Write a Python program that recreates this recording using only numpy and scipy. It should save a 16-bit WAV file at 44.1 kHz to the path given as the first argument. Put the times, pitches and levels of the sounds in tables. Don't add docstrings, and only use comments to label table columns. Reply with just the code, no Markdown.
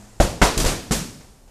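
import sys
import numpy as np
from scipy import signal
from scipy.fft import rfft, irfft
from scipy.io import wavfile
from scipy.ndimage import uniform_filter1d

SR = 44100
rng = np.random.default_rng(int(sys.argv[2]) if len(sys.argv) > 2 else 0)


def master_out(mix):
    frames = np.transpose(np.atleast_2d(mix))
    ceiling = np.clip(frames, -1, 1)
    pcm = np.round(ceiling * 32767).astype(np.int16)
    wavfile.write(sys.argv[1], SR, pcm)


def ratio_of_db(decibels):
    return 10 ** (np.asarray(decibels, float) / 20)


N = 66150

BLOW_S = [
    .2012,
    .4157,
    .5728,
    .6445,
    .9092,
]


def evened(x):
    return x / np.sqrt(np.mean(x ** 2) + 1e-20)


def read(points, hz):
    f, value = np.transpose(points)
    return np.interp(np.log(hz + 1), np.log(f + 1), value)


def coloured(x, points, tilt_db=0):
    hz = np.fft.rfftfreq(len(x), 1 / SR)
    level_db = read(points, hz) + tilt_db * np.log2((hz + 1) / 4000)
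    low_cut = 1 + (points[0][0] / (hz + 1)) ** 4
    return evened(irfft(rfft(x) * ratio_of_db(level_db) / low_cut, len(x)))


def grains(count, per_s, spread_db):
    u = rng.random((count, 3))
    struck = u[:, 0] < per_s / SR
    size = ratio_of_db(-spread_db * np.log(u[:, 2] + 0.0016))
    return struck * np.sign(u[:, 1] - .5) * size


def ventilation():
    # frequency in Hz, density in dB per Hz.
    air = [(25, 7), (60, -0.5), (130, -15), (300, -17), (700, -18), (1500, -30.5), (3500, -40), (7000, -31),
           (14300, -40)]
    return ratio_of_db(-51.5) * coloured(rng.standard_normal(N), air)


def earlier_blow():
    # frequency in Hz, density in dB per Hz.
    before = [(15, -20), (25, 6), (161, -30), (215, -10), (320, -15.5), (833, -19.5), (3150, -30.5),
              (7560, -24.5), (14300, -43)]
    t = np.arange(N) / SR
    return ratio_of_db(-47 - 60 * t / 3) * coloured(rng.standard_normal(N), before)


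def hum():
    # frequency in Hz, level in dB, t60 in seconds.
    partials = [
        (112, -49, 4.7),
        (205.5, -46, 0.47),
        (207.6, -58.5, 5.9),
    ]
    t = np.arange(N) / SR
    return sum(ratio_of_db(db - 60 * t / t60) * np.sin(2 * np.pi * hz * t) for hz, db, t60 in partials)


def high_tone():
    # time in seconds, level in dB.
    envelope = [
        (.578, -47),
        (.62, -53),
        (.645, -58),
        (.66, -55),
        (.72, -57),
        (.76, -66),
        (.893, -73),
    ]
    t = np.arange(N) / SR
    level_db = np.interp(t, *np.transpose(envelope), left=-120, right=-120)
    level = uniform_filter1d(ratio_of_db(level_db), size=150)
    return 2 * level * np.sin(2 * np.pi * 13313 * t)


def room(x):
    # frequency in Hz, t60 in seconds.
    decay = [(40, 0.27), (110, 0.67), (280, 0.66), (740, 0.3), (1940, 0.41), (5120, 0.48), (13500, 0.31)]
    far_t60_s, far_db = 1.51, -22
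    blur_octaves, gap_s = .45, 0.0092
    hz, t, z = signal.stft(rng.standard_normal(SR), SR, nperseg=1024)

    power = abs(rfft(x[:4096], 4096)[::4]) ** 2 + 1e-12
    octaves = np.log2((hz[:, None] + 20) / (hz + 20))
    near = np.exp(-(octaves / blur_octaves) ** 2)
    colour = np.sqrt(near @ power / near.sum(1))[:, None]

    fall = ratio_of_db(-60 * t / read(decay, hz)[:, None]) + ratio_of_db(far_db - 60 * t / far_t60_s)
    fall /= np.sqrt((fall ** 2).sum(1, keepdims=True) * 512)
    tail = signal.istft(z * colour * fall, SR, nperseg=1024)[1][:SR]

    arrived = np.cumsum(x ** 2) / np.sum(x ** 2)
    build = np.interp(np.arange(SR) - gap_s * SR, np.arange(len(x)), arrived, left=0)
    return tail * np.sqrt(uniform_filter1d(build, size=200).clip(0))


def add(mix, s, sound):
    part = mix[round(s * SR):][:len(sound)]
    part += sound[:len(part)]


def add_in_room(mix, s, sound, wet_db):
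    add(mix, s, sound)
    add(mix, s, ratio_of_db(wet_db) * room(sound))


def slap(level_db, rise, length, tilt_db):
    # frequency in Hz, density in dB per Hz.
    sand_spectrum = [(410, -9), (700, -10), (1220, -14), (1350, -13.5), (1970, -13.5), (2770, -14.5),
                     (7230, -9.5), (12900, -21.5), (14300, -28.5)]
    t = np.arange(SR // 8) / SR
    sand = coloured(grains(len(t), 16000, 1.5), sand_spectrum, tilt_db)
    return ratio_of_db(level_db) * np.clip(t / rise, 0, 1) * np.exp(-(t / length) ** 2) * sand


def knock(level_db, contact, per_s, rings):
    contact_s, ring_rise_s = .0003, .003
    rattle_from_hz = 233
    t = np.arange(SR // 4) / SR
    rattle = 0.7 * grains(len(t), per_s, 1.0) * np.exp(-(t / contact) ** 2)

    hz, width, db = np.transpose(rings)[:, :, None]
    decay = np.exp(-np.pi * width * t)
    rise = 1 - 0.61 * np.exp(-t / ring_rise_s)
    modes = ratio_of_db(db) * width * decay * np.sin(2 * np.pi * hz * t) * rise
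    upper = (modes / (1 + (rattle_from_hz / hz) ** 2)).sum(0)
    rung = modes.sum(0) + signal.fftconvolve(rattle, upper)[:len(t)]

    soft = t[:200] * np.exp(-t[:200] / (contact_s / 4))
    out = np.convolve(rung, soft)[:len(t)]
    return ratio_of_db(level_db) * out / np.sqrt(np.mean(out[:SR // 40] ** 2))


def boom(level_db, hz, t60):
    rise_s, push_turns, push_s = 0.0076, 0.23, 0.0014
    t = np.arange(SR // 2) / SR
    turns = hz * t + push_turns * (1 - np.exp(-t / push_s))
    return ratio_of_db(level_db - 60 * t / t60) * (1 - np.exp(-t / rise_s)) * np.sin(2 * np.pi * turns)


def add_slaps(mix):
    slap_s = [.2008, .229, .4156, .5765, .585, .599, .648, .659, .7195, .9095, .917, 1.205, 1.475]
    # level in dB, rise in seconds, length in seconds, tilt in dB per octave.
    slaps = [(-23.5, 0.00039, 0.043, -2), (-49, 0.0034, 0.026, -35), (-15, 0.0015, 0.054, -4),
             (-17, 0.00077, 0.008, 0.5), (-29, 0.0013, .008, -1), (-22, 0.0017, 0.019, -1.3),
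             (-17.5, 0.0027, 0.006, -2), (-23, 0.00067, 0.046, -2), (-27.5, 0.0013, .01, -5.5),
             (-22.5, 0.0014, 0.018, -3.5), (-20, 0.0035, 0.025, 0.06), (-47, 0.0057, .02, -6),
             (-56.5, 0.0039, .03, -3.5)]
    for s, row in zip(slap_s, slaps):
        add_in_room(mix, s, slap(*row), 3.5)


def add_knocks(mix):
    # level in dB, length of contact in seconds, contacts per second, room level in dB.
    knocks = [
        (-8.5, 0.013, 250, -5.5),
        (-10, .024, 1500, -7),
        (-23, 0.058, 340, 2),
        (-20, 0.031, 420, 2.5),
        (-19.5, 0.023, 230, 0),
    ]
    # frequency in Hz, width in Hz, level in dB.
    ring_1 = [(111, 110, 0), (207, 33, 1), (352.7, 15, -10), (618, 82, -2.5), (675, 36, -2.5),
              (753, 90, -8.5), (1300, 1500, -11.5), (2200, 1300, -25)]
    ring_2 = [(118, 31, -2), (217, 33, 4.5), (304, 60, -4), (428, 115, 1.5), (695, 120, -4.5),
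              (945, 140, 2), (1510, 490, -3), (2100, 200, -5.5), (2840, 800, -6.5)]
    ring_3 = [(101, 54, -18), (172, 137, 0.5), (352, 180, -3), (610, 120, -15), (1330, 260, -32)]
    ring_4 = [(110, 170, -13), (191, 210, 3.5), (354, 76, -6.5), (440, 75, -6.5), (523, 110, -1),
              (810, 200, -14), (1450, 1200, -10)]
    ring_5 = [(182.4, 54, 9.5), (347, 24, 0), (462, 31, -0.5), (700, 120, -6), (1220, 350, -18)]
    rings = ring_1, ring_2, ring_3, ring_4, ring_5
    for s, (*row, wet_db), ring in zip(BLOW_S, knocks, rings):
        add_in_room(mix, s, knock(*row, ring), wet_db)


def add_booms(mix):
    # level in dB, frequency in Hz, t60 in seconds.
    booms = [
        (-7.5, 40, 0.18),
        (-2, 43, 0.13),
        (-11, 36, 0.25),
        (-10, 33.3, 0.26),
        (-19, 47.5, 0.35),
    ]
    for s, row in zip(BLOW_S, booms):
        add_in_room(mix, s, boom(*row), -7)


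def scene():
    mix = ventilation() + earlier_blow() + hum() + high_tone()
    add_slaps(mix)
    add_knocks(mix)
    add_booms(mix)
    return mix[None]


def top_cut(x):
    return signal.sosfilt(signal.butter(12, 15080, fs=SR, output="sos"), x)


def record(dry):
    ceiling, edge_hz = .76, 14260
    held = dry / (1 + abs(dry / ceiling) ** 6) ** (1 / 6)
    edge = signal.firwin(1023, edge_hz, window=("kaiser", 9), fs=SR)[None]
    mix = signal.oaconvolve(held, edge, "same")
    return top_cut(mix)


dry = scene()
out = record(dry)
master_out(out)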